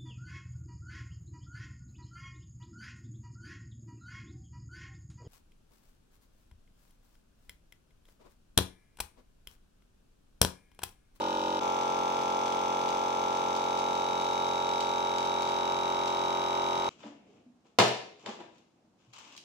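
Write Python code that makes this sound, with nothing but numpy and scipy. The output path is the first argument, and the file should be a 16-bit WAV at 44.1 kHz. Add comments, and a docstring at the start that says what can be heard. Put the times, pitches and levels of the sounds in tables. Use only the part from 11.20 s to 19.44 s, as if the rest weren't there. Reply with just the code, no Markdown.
"""A buzzing drone over a ticking plastic bag, then a lid snapping shut: a countertop vacuum sealer.
Its piston pump, heard close up from two positions, turns about 45 times a second and slows under load.
Each turn gives a thump, a puff of air, valve clacks and a casing rattle; the bag's creases give way.
Then, from across a tiled room, the lid is handled and shut, the latch pressed and the bag picked up."""
import sys
import numpy as np
from scipy import signal
from scipy.fft import rfft, irfft, next_fast_len
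from scipy.io import wavfile

SR = 44100
rng = np.random.default_rng(int(sys.argv[2]) if len(sys.argv) > 2 else 0)


def wav_out(sig):
    """Save sig, one row per channel (or a flat mono array), as 16-bit PCM at SR to the path in sys.argv[1]."""
    wavfile.write(sys.argv[1], SR, np.round(np.clip(np.atleast_2d(sig).T, -1, 1) * 32767).astype(np.int16))


N = 363384
TIME = np.arange(N) / SR
SWITCH_S, AWAY_S = .399, 5.692   # the scene changes: to a second close view, then across the room
FIRST_HZ, FREE_HZ, LOADED_HZ = 45.55, 44.845, 44.53   # pump speed: first position, slack bag, empty bag

# spectrum of cracking plastic: f/Hz, level/dB
CRACK_SPECTRUM = [(1500, -3.5), (2800, 6.5), (4400, 6), (7000, 3), (10000, -14), (15500, -19.5)]


def from_db(db):
    return 10 ** (np.asarray(db) / 20)


def rms_one(x):
    return x / np.sqrt(np.mean(x ** 2) + 1e-20)


def smooth_step(x):
    x = np.clip(x, 0, 1)
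    return x * x * (3 - 2 * x)


def at_hz(points, hz):
    """Curve read on a log-frequency axis."""
    points_hz, values = np.transpose(points)
    return np.interp(np.log(hz + 1e-9), np.log(points_hz), values)


def pan(db):
    """Stereo gains; db is left minus right."""
    return from_db(np.array([[db], [-db]]) / 2)


def gate(start_s, end_s, fade_s=0.0015):
    return np.clip((TIME - start_s) / fade_s, 0, 1) * np.clip((end_s - TIME) / fade_s, 0, 1)


def decay(t60_s, size):
    return np.exp(-np.log(1000) * TIME[:size] / t60_s)


def mode(hz, t60_s, size):
    return np.sin(2 * np.pi * hz * TIME[:size]) * decay(t60_s, size)


def colour(x, spectrum):
    """Band-limited spectral shaping; white noise keeps its power."""
    size = next_fast_len(x.shape[-1], True)
    hz = np.arange(size // 2 + 1) * SR / size
    gain = from_db(at_hz(spectrum, hz))
    gain /= 1 + (hz / spectrum[-1][0] / 1.2) ** 8
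    gain /= 1 + (.8 * spectrum[0][0] / (hz + 1)) ** 8
    return irfft(rfft(x, size) * rms_one(gain), size)[..., :x.shape[-1]]


def noise(size=N, apart_hz=900):
    """Stereo noise, alike in the bass, unrelated in the treble."""
    mid, side = rng.standard_normal((2, size))
    side = signal.sosfilt(signal.butter(1, apart_hz, "high", fs=SR, output="sos"), side)
    return rms_one(mid + side * np.array([[1], [-1]]))


def clicks(times_s, heights):
    out = np.zeros(N)
    np.add.at(out, np.clip(np.round(np.asarray(times_s) * SR).astype(int), 0, N - 1), heights)
    return out


def ring(x, hz, t60_s):
    """Resonator: a unit click starts a unit sine."""
    r, w = from_db(-60 / (t60_s * SR)), 2 * np.pi * hz / SR
    return signal.lfilter([0, np.sin(w)], [1, -2 * r * np.cos(w), r * r], x + 1e-18)


def convolve(x, response):
    return signal.oaconvolve(np.atleast_2d(x), response, axes=1)[:, :N]


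def room_tone():
    """Faint, low noise of the quiet room."""
    # noise spectrum: f/Hz, level/dB
    spectrum = [(24, -40), (40, -13.5), (213, 1.5), (333, -2), (407, -8), (758, -10), (1910, -24.5),
                (6980, -29), (8310, -35), (15500, -51)]
    return from_db(-66.5) * colour(noise(), spectrum)


def room_tail(onset_s=0.009):
    """Diffuse reflections, dying fastest in the top treble; unit energy."""
    # room decay: f/Hz, t60/s
    decay_times = [(100, 0.21), (300, 0.62), (540, 0.6), (900, 0.46), (2500, 0.56), (6000, 0.54),
                   (9000, .42), (15000, 0.14)]
    edges_hz = np.geomspace(50, 16000, 15)
    tail = 0
    for low, high in zip(edges_hz, edges_hz[1:]):
        bandpass = signal.butter(2, [low, high], "band", fs=SR, output="sos")
        band = signal.sosfilt(bandpass, noise(SR, apart_hz=1000))
        tail += band * decay(at_hz(decay_times, np.sqrt(low * high)), SR)
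    return rms_one(tail * np.clip(TIME[:SR] / onset_s, 0, 1)) / np.sqrt(SR)


def movements(rows, t, attack_s=0.013, t60_s=0.18):
    """Envelope of hand movements: each swells, holds and dies away."""
    envelope = 0
    for start_s, length_s, db in rows:
        swell = np.clip((t - start_s) / attack_s, 0, 1)
        release = from_db(-60 * np.maximum(t - start_s - length_s, 0) / t60_s)
        envelope = np.maximum(envelope, from_db(db) * swell * release)
    return envelope


def handling(grains_per_s=2800):
    """Hands rub dully on the housing; sleeves and bag rustle in dense grains."""
    # hand movements: t/s, length/s, level/dB
    rubs = [(5.69, .22, -59.5), (5.94, 0.27, -59.5), (6.44, .05, -67), (7.03, 0.08, -53), (7.19, .06, -57),
            (7.3, 0.11, -67), (7.55, .05, -67.5), (8.0, 0.2, -65.5)]
    rustles = [(5.69, 0.026, -59.5), (5.78, 0.093, -60), (6.06, 0.11, -74.5), (6.44, 0.033, -72),
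               (6.98, 0.052, -62), (7.05, 0.063, -52), (7.19, 0.022, -64), (7.31, 0.084, -71),
               (7.78, 0.14, -74), (7.925, 0.081, -55), (8.03, 0.12, -58)]
    # their spectra: f/Hz, level/dB
    rub_spectrum = [(60, -14.5), (150, -3), (280, 4.5), (420, -4), (700, -7), (1100, -25), (1600, -31.5),
                    (2500, -18.5)]
    rustle_spectrum = [(450, -6), (750, 0.5), (1100, 5.5), (1500, -2.5), (1950, -8), (2350, 0), (3000, 1.5),
                       (4200, -7.5), (7300, -7), (9000, -28.5), (11000, -37.5), (15500, -32.5)]
    start = int(AWAY_S * SR)
    t = TIME[start:]
    grains = signal.lfilter([1], [1, -.95], rng.random(len(t)) < grains_per_s / SR)
    rustle = movements(rustles, t) * colour(rms_one(noise(len(t)) * grains), rustle_spectrum)
    rub = movements(rubs, t) * colour(noise(len(t)), rub_spectrum)
    return np.pad(from_db(-2) * rub + pan(5) * rustle, ((0, 0), (start, 0)))


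def table_bumps(swell_s=0.011):
    """The machine rocks on its rubber feet: soft thuds and hollow knocks."""
    # knocks on the table: t/s, f/Hz, level/dB, t60/s
    knocks = [(5.839, 289.3, -42.5, 0.25), (5.851, 221.6, -40.5, 0.17), (5.898, 285, -40.5, 0.099),
              (6.086, 410, -48, 0.11), (6.258, 252, -46.5, 0.19), (6.295, 251.5, -47.5, 0.13),
              (7.066, 812, -41, .2), (7.08, 223, -31, 0.078), (7.188, 386, -43, 0.08),
              (7.204, 335.6, -37, 0.075), (7.21, 950, -41, .06), (7.87, 119.6, -56, 0.57)]
    return sum(ring(clicks([s], from_db(db)), hz, t60_s) * smooth_step((TIME - s) / swell_s)
               for s, hz, db, t60_s in knocks)


def creases(rows, spectrum, gain_db, t60_s, size=4096):
    """Each crease gives way in a short noise burst."""
    out = np.zeros((2, N + size))
    for s, db in rows:
        burst = colour(noise(size) * decay(t60_s, size), spectrum)
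        out[:, int(s * SR):int(s * SR) + size] += from_db(db + gain_db) * burst
    return out[:, :N]


def bag_lifted():
    """The bag snaps as it is picked up."""
    # snaps: t/s, level/dB
    snaps = [(7.3816, -53), (7.9349, -41), (7.9872, -38.5), (8.1244, -45), (8.1648, -38), (8.177, -34)]
    return creases(snaps, CRACK_SPECTRUM, gain_db=-8.5, t60_s=0.036)


def bag_shrinking(small_count=16):
    """Large creases crack and ring the taut film; small ones tick at random."""
    # large creases: t/s, level/dB
    large = [(.6116, -45), (1.0177, -40), (1.1239, -47), (1.262, -41), (1.3228, -38), (1.6153, -46),
             (1.689, -36), (2.3516, -44), (2.3639, -37.5), (2.5751, -45), (2.59, -37.5), (2.7522, -43),
             (2.9996, -50), (3.0124, -38), (3.048, -42), (3.07, -45), (3.129, -41), (3.284, -43),
             (3.491, -40), (3.5364, -41), (3.6068, -32), (3.613, -42), (3.9838, -35), (4.057, -40.5),
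             (4.2219, -38), (4.29, -37), (4.8579, -44), (4.8759, -37)]
    # ringing film: f/Hz, level/dB
    film_spectrum = [(1800, -6), (2600, 0.5), (3400, 1.5), (4400, 0.5), (5500, -6), (8000, -15)]
    cracks = creases(large, CRACK_SPECTRUM, gain_db=2.5, t60_s=0.017)
    film = creases(large, film_spectrum, gain_db=-4.5, t60_s=0.035)
    small = zip(rng.uniform(SWITCH_S, AWAY_S, small_count), rng.normal(-46, 3, small_count))
    ticks = creases(small, CRACK_SPECTRUM, gain_db=0, t60_s=0.021)
    return (cracks + film + ticks) * pan(-0.79)


def latches(size=4096):
    """A catch springs over its edge: a sharp crack and the ring of the stiff plastic hook."""
    # catches: t/s, level/dB, low-pass/Hz
    catches = [(5.832, -40, 2500), (6.5874, -19, 14000), (6.599, -24, 8000), (7.0614, -34.5, 5600)]
    # hook modes: f/Hz, level/dB, t60/s
    hook_modes = [(2490, -9.5, 0.03), (3030, -3.5, .035), (3580, -3.5, 0.04), (4260, -9, .025),
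                  (5000, -6.5, 0.035), (7200, -9, 0.04)]
    out = np.zeros((2, N))
    for s, db, lowpass_hz in catches:
        crack = from_db(-2) * colour(noise(size) * decay(0.015, size), CRACK_SPECTRUM)
        hook = sum(from_db(mode_db + rng.normal(-4, 2, (2, 1))) * mode(hz, t60_s, size)
                   for hz, mode_db, t60_s in hook_modes)
        click = signal.lfilter(*signal.butter(2, lowpass_hz, fs=SR), crack + hook)
        out[:, int(s * SR):int(s * SR) + size] += from_db(db) * click
    return out


def lid(crack_t60_s=0.06, shudder_t60_s=0.26, contact_cycles=3, size=16384):
    """Each blow is a crack, a shudder of loose plastic parts and the housing's modes."""
    # blows: t/s, level/dB, low-pass/Hz, pan/dB
    blows = [(5.834, -44.5, 1300, 2), (5.860, -48, 1200, 3.5), (5.902, -56, 500, -1.5),
             (6.452, -62.5, 1000, 1.5), (6.5866, -16.5, 14000, 1), (6.598, -19, 6900, 3.5),
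             (6.621, -18.5, 800, -1), (7.036, -48, 400, -0.5), (7.05, -49.5, 900, 0), (7.06, -40, 3500, 4),
             (7.072, -41, 2000, 2), (7.087, -38.5, 1200, -2), (7.188, -48.5, 1000, 5),
             (7.203, -46.5, 2800, 4), (7.236, -52, 800, 1.5)]
    # crack and shudder: f/Hz, level/dB
    spectrum = [(70, -38.5), (115, -3), (160, -2), (205, -6.5), (270, -4.5), (370, 0), (540, 1.5),
                (900, -0.5), (1350, -8.5), (2100, -9.5), (3200, -9.5), (7300, -20), (10500, -32),
                (15500, -37)]
    # housing modes: f/Hz, level/dB, t60/s
    housing = [(124.6, -13, 0.44), (203, -3.5, 0.14), (419, -10, 0.18), (508.5, -7.5, 0.3), (586, -9, .2),
               (662, -6.5, 0.15), (830, -4.5, 0.14), (970, 0.5, 0.1), (1300, -12, 0.16),
               (2106, -11.5, 0.092), (2860, -14.5, 0.19), (3000, -16, 0.18)]
    envelope = from_db(-1) * decay(crack_t60_s, size) + from_db(-4) * decay(shudder_t60_s, size)
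    modes = np.array([from_db(db - 5) * mode(hz, t60_s, size) for hz, db, t60_s in housing])
    length = size - 2048
    out = np.zeros((2, N))
    for s, db, lowpass_hz, pan_db in blows:
        strengths = rng.choice([-1, 1], len(modes)) * from_db(rng.normal(0, 2, len(modes)))
        blow = colour(noise(size) * envelope, spectrum) + strengths @ modes
        blow = signal.lfilter(*signal.butter(1, lowpass_hz, fs=SR), blow[:, :length])
        blow *= np.clip(TIME[:length] * lowpass_hz / contact_cycles, 0, 1)   # soft contacts swell slower
        highpass_hz = np.interp(db, [-36, -22], [170, 78])   # light blows raise little bass
        blow = signal.lfilter(*signal.butter(2, highpass_hz, "high", fs=SR), blow)
        out[:, int(s * SR):int(s * SR) + length] += from_db(db) * pan(pan_db) * blow
    return out


def crank(vacuum, start_turn=.869, switch_turn=.135):
    """Running count of pump turns; the motor slows as the vacuum grows."""
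    speed_hz = np.where(TIME < SWITCH_S, FIRST_HZ, FREE_HZ + (LOADED_HZ - FREE_HZ) * vacuum)
    return start_turn + np.cumsum(speed_hz) / SR + switch_turn * (TIME > SWITCH_S)


def once_a_turn(turns, place, jitter_s):
    """Times at which the crank passes a place (0-1) in its turn."""
    times_s = np.interp(np.arange(1, int(turns[-1])) + place, turns, TIME)
    return rng.normal(times_s, jitter_s)


def resonances(hz, centre_hz, width_hz, db, pan_db, lag_ms):
    """Complex stereo gains of tones passing through a set of resonances."""
    power = (from_db(db) / (1 + (2 * (hz[:, None] - centre_hz) / width_hz) ** 2)) ** 2
    sides = from_db([pan_db, -pan_db])
    gain = np.sqrt(sides / sides.mean(axis=0) @ power.T)
    lag_rad = 2 * np.pi * hz * (power @ lag_ms) / power.sum(axis=1) / 1000
    return gain * np.exp(1j * np.array([-lag_rad, lag_rad]) / 2)


def harmonics(turns, orders, gains, size=8192):
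    """One-turn waveform of the given harmonics, read at the crank's angle."""
    one_turn = gains @ np.exp(2j * np.pi * np.outer(orders, np.arange(size) / size))
    return np.sqrt(2) * one_turn.real[:, (turns % 1 * size).astype(int)]


def by_load(vacuum, half_at, first, free, half, loaded):
    """The first position's sound, then a blend from free through half to full load."""
    to_half = np.interp(vacuum, [0, half_at], [0, 1])
    to_full = np.interp(vacuum, [half_at, 1], [0, 1])
    return np.where(TIME < SWITCH_S, first, free + (half - free) * to_half + (loaded - half) * to_full)


def air(turns, pulse_depth=0.12, place=0.75):
    """Air rushes through the pump, harder once a turn."""
    # air rush: f/Hz, level/dB
    spectrum = [(40, -4.5), (90, -9.5), (170, 5), (350, -2), (600, 5), (950, 15.5), (1450, 0.5), (1850, -8),
                (2250, -3), (3200, -2.5), (4500, -8), (7000, -11), (9000, -18), (10500, -25.5),
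                (15500, -23.5)]
    pulsing = 1 + pulse_depth * np.cos(2 * np.pi * (turns - place))
    return from_db(-40) * colour(noise(apart_hz=2180), spectrum) * pulsing


def casing(turns, place, gain_db, t60_s, size=4096):
    """A piston knock shakes the plastic casing's many modes, alike on every turn."""
    # casing rattle: f/Hz, level/dB
    spectrum = [(820, -46), (1400, 5.5), (1780, -11), (2200, -9), (2430, -5), (3160, -4.5), (3830, -2),
                (4100, -21), (5000, -7.5), (6330, -10.5), (6860, -25), (8910, -32), (10700, -64),
                (15500, -54)]
    times_s = once_a_turn(turns, place, jitter_s=4e-6)
    knocks = clicks(times_s, from_db(rng.normal(gain_db, 0.8, len(times_s))))
    response = colour(noise(size, apart_hz=4620) * decay(t60_s, size), spectrum)
    return convolve(knocks, response)


def valves(turns, vacuum, loaded_at=0.49):
    """Flap valves clack open and shut, ringing the pump head; their energy follows the load."""
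    # clacks: place/turn, f/Hz, width/Hz, level/dB (first position, free, loaded), pan/dB
    clacks = [(.17, 2340, 270, -64, -42.5, -49, -7), (.17, 2560, 66, -56, -47, -46, -4),
              (.65, 3300, 270, -50, -35, -64, -7.5), (.22, 2970, 110, -50, -46, -41.5, -6),
              (.2, 3760, 130, -47, -45, -42.5, -4), (.7, 3620, 170, -41, -56, -49, -8),
              (.67, 2265, 133, -67, -45.5, -40, -1), (.72, 3010, 68, -44, -59, -49, -11),
              (.7, 3860, 106, -42.5, -55, -39.5, 3), (.68, 4380, 90, -50, -51.5, -52, 6),
              (.7, 6270, 85, -56, -47, -49.5, 18), (.7, 5690, 36, -55, -51.5, -53, 8),
              (.67, 5240, 120, -44, -51, -44.5, 12.5), (.67, 5100, 600, -52, -44, -55, 8)]
    load = smooth_step(vacuum / loaded_at)
    out = np.zeros((2, N))
    for place, hz, width_hz, first_db, free_db, loaded_db, pan_db in clacks:
        times_s = once_a_turn(turns, place, jitter_s=5e-6)
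        share = np.interp(times_s, TIME, load)
        heights = np.sqrt((1 - share) * from_db(free_db) ** 2 + share * from_db(loaded_db) ** 2)
        heights = np.where(times_s < SWITCH_S, from_db(first_db), heights)
        heights *= from_db(rng.normal(0, 1, len(times_s)))
        out += pan(pan_db) * ring(clicks(times_s, heights), hz, t60_s=np.log(1000) / (np.pi * width_hz))
    return out


def pump_head(turns, vacuum, place=.76, scatter_rad=0.76, half_at=.38):
    """The valves keep the metal head ringing: harmonics near its resonances sing as clean tones."""
    # head resonances: f/Hz, width/Hz, level/dB (first position, free, half loaded, loaded)
    head = [(1642, 84, -63, -68, -59, -65.5), (1874, 45, -61.5, -70, -67, -57.5),
            (1983, 38, -66, -70, -75, -63), (2050, 48, -78, -71, -71, -62), (2225, 100, -80, -56, -60, -60),
            (2400, 70, -64, -71, -65, -58), (2533, 57, -68, -57, -59, -65), (2635, 80, -58, -72, -63, -60),
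            (2755, 96, -64, -60, -69, -64), (2961, 72, -52.5, -68, -70, -50),
            (3160, 80, -58, -66, -69, -60), (3300, 55, -61, -64, -64, -59),
            (3408, 39, -72, -56.5, -72, -67), (3520, 31, -72, -50, -73, -72),
            (3745, 41, -52.5, -59, -49, -57.5), (3825, 45, -55, -64, -45, -46),
            (3870, 33, -53, -76, -48, -48.5), (3920, 45, -66, -73, -70, -69)]
    hz, width_hz, *levels_db = np.transpose(head)
    pan_db, lag_ms = np.zeros(len(hz)), np.full(len(hz), 0.053)
    orders = np.arange(35, 90)
    phase = rng.normal(-2 * np.pi * orders * place, scatter_rad, (2, len(orders)))   # a path per side
    speeds_hz = FIRST_HZ, FREE_HZ, (FREE_HZ + LOADED_HZ) / 2, LOADED_HZ
    gains = [resonances(orders * speed_hz, hz, width_hz, db, pan_db, lag_ms)
             for speed_hz, db in zip(speeds_hz, levels_db)]
    states = [harmonics(turns, orders, gain * np.exp(1j * phase)) for gain in gains]
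    return from_db(-2) * by_load(vacuum, half_at, *states)


def piston_hum(turns, vacuum, uneven_db=0.23, half_at=0.57):
    """Each stroke bunches its harmonics into one burst a turn; body resonances set their levels."""
    # strokes: top harmonic, place/turn, phase scatter/rad, resonance/Hz, width/Hz
    strokes = [(10, .76, 0.46, 348, 293), (13, .3, 0.6, 545, 600), (23, .31, 0.31, 924, 220),
               (34, .18, 1.43, 1296, 260)]
    # body resonances, first position: f/Hz, width/Hz, level/dB, pan/dB, left lag/ms
    first_body = [(112.7, 28, -50, -4.0, 0.48), (211.0, 26.7, -40, -1.5, 0.09), (330, 77, -42, 0.5, 0.12),
                  (414, 25, -43.5, -7, 0.21), (511, 29, -40, -5, 0.06), (567, 51, -38, 4, 0.14),
                  (896, 146, -37, -0.5, 0.2), (1010, 93, -46, -13, 0.58), (1135, 40, -54, 0, .3),
                  (1250, 45, -40.5, -0.5, 0.27), (1430, 60, -48, 10, 0.4)]
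    # second position: f/Hz, width/Hz, level/dB (free, half loaded, loaded), pan/dB, left lag/ms
    body = [(116.3, 26, -48.5, -47.5, -47, -4, 0.61), (245, 67.6, -47, -49.5, -49.5, -2.1, 0.14),
            (305.3, 22, -47.5, -73, -82, 3.5, 0.2), (379.2, 26.5, -37, -36, -31, 3, 0.38),
            (429.2, 59.6, -42, -41.5, -52.5, -1.5, 0.42), (500.2, 37, -42.5, -52.5, -44.5, 2, 0.53),
            (559.9, 25.6, -32.5, -32, -32.5, 6.5, 0.28), (682.5, 32, -43.5, -44, -40.5, -1, 0.04),
            (812, 21, -41, -41.5, -36.5, -23, 0.13), (840, 67, -35, -36.5, -39.5, -5.5, 0.2),
            (903.4, 23.4, -36.5, -36, -33, 10.5, 0.23), (945.4, 29, -44, -33.5, -32.5, -3, 0.25),
            (992.8, 21.5, -37, -47, -56, 8.5, 0.31), (1026, 9.9, -71, -68, -44.5, -12, 0.2),
            (1063.8, 20.5, -39.5, -47, -46.5, 14.5, 0.24), (1157, 25.6, -44, -41.5, -44.5, 3, 0.29),
            (1180.6, 28, -38, -46, -45, 9, 0.33), (1254, 36, -46, -48.5, -38, -1, 0.29),
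            (1296, 25, -58, -54, -54, -3, 0.36), (1342, 19, -41, -44, -44.5, -1, 0.56),
            (1505, 110, -56.5, -49, -51.5, 4, 0.37), (1515, 45, -54, -58, -50, 10.5, 0.45)]
    orders = np.arange(2, 35)
    stroke_index = np.searchsorted([row[0] for row in strokes[:-1]], orders)
    _, place, scatter_rad, stroke_hz, stroke_width_hz = np.array(strokes)[stroke_index].T
    lag_rad = 2 * np.arctan(2 * (orders * LOADED_HZ - stroke_hz) / stroke_width_hz)
    phase = rng.normal(-2 * np.pi * orders * place - lag_rad, scatter_rad)
    hz, width_hz, *levels_db, pan_db, lag_ms = np.transpose(body)
    speeds_hz = FREE_HZ, (FREE_HZ + LOADED_HZ) / 2, LOADED_HZ
    gains = [resonances(orders * FIRST_HZ, *np.transpose(first_body))]
    gains += [resonances(orders * speed_hz, hz, width_hz, db, pan_db, lag_ms)
              for speed_hz, db in zip(speeds_hz, levels_db)]
    states = [harmonics(turns, orders, gain * np.exp(1j * phase)) for gain in gains]
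    each_turn = np.arange(int(turns[-1]) + 1)
    strength = np.interp(turns, each_turn, from_db(rng.normal(-0.22, uneven_db, len(each_turn))))
    return strength * by_load(vacuum, half_at, *states)


def pump(taut_s=1.3, empty_s=5.7, left_lag_s=.0005):
    """The piston pump draws out slack air first; then the vacuum builds and levels off."""
    vacuum = smooth_step((TIME - taut_s) / (empty_s - taut_s))
    turns = crank(vacuum)
    rattle = casing(turns, place=.66, gain_db=-44.5, t60_s=0.064)
    rattle += casing(turns, place=.12, gain_db=-43, t60_s=0.078)
    first_trim = np.where(TIME < SWITCH_S, from_db(-0.5), 1)
    treble = valves(turns, vacuum) + first_trim * (rattle * pan(4.4) + air(turns) * pan(0.79))
    treble[0] = np.roll(treble[0], round(left_lag_s * SR))   # arrives from the right
    tones = piston_hum(turns, vacuum) + pump_head(turns, vacuum)
    first_position = gate(-1, SWITCH_S)
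    second_position = gate(SWITCH_S, AWAY_S, fade_s=0.00048) * np.clip((TIME - SWITCH_S) / 0.016, 0, 1)
    return (tones + treble) * (first_position + second_position)


def scene():
    """Pump and bag close up, then the handling across the room."""
    drone = pump()
    ticks = bag_shrinking()
    far = lid() + latches() + table_bumps() + handling() + bag_lifted()
    highpass = signal.butter(4, 95, "high", fs=SR, output="sos")   # the far sounds lose their deep bass below 95 Hz
    far = signal.sosfilt(highpass, far + 1e-18)
    floor = room_tone()
    echoes = convolve(from_db(-4.5) * far + from_db(-5.5) * ticks, room_tail())
    return drone + ticks + far + echoes + floor


def record(dry):
    """Steep low-pass at 15.8 kHz."""
    return signal.sosfilt(signal.ellip(10, .1, 80, 15800, fs=SR, output="sos"), dry)


dry = scene()
out = record(dry)
wav_out(out)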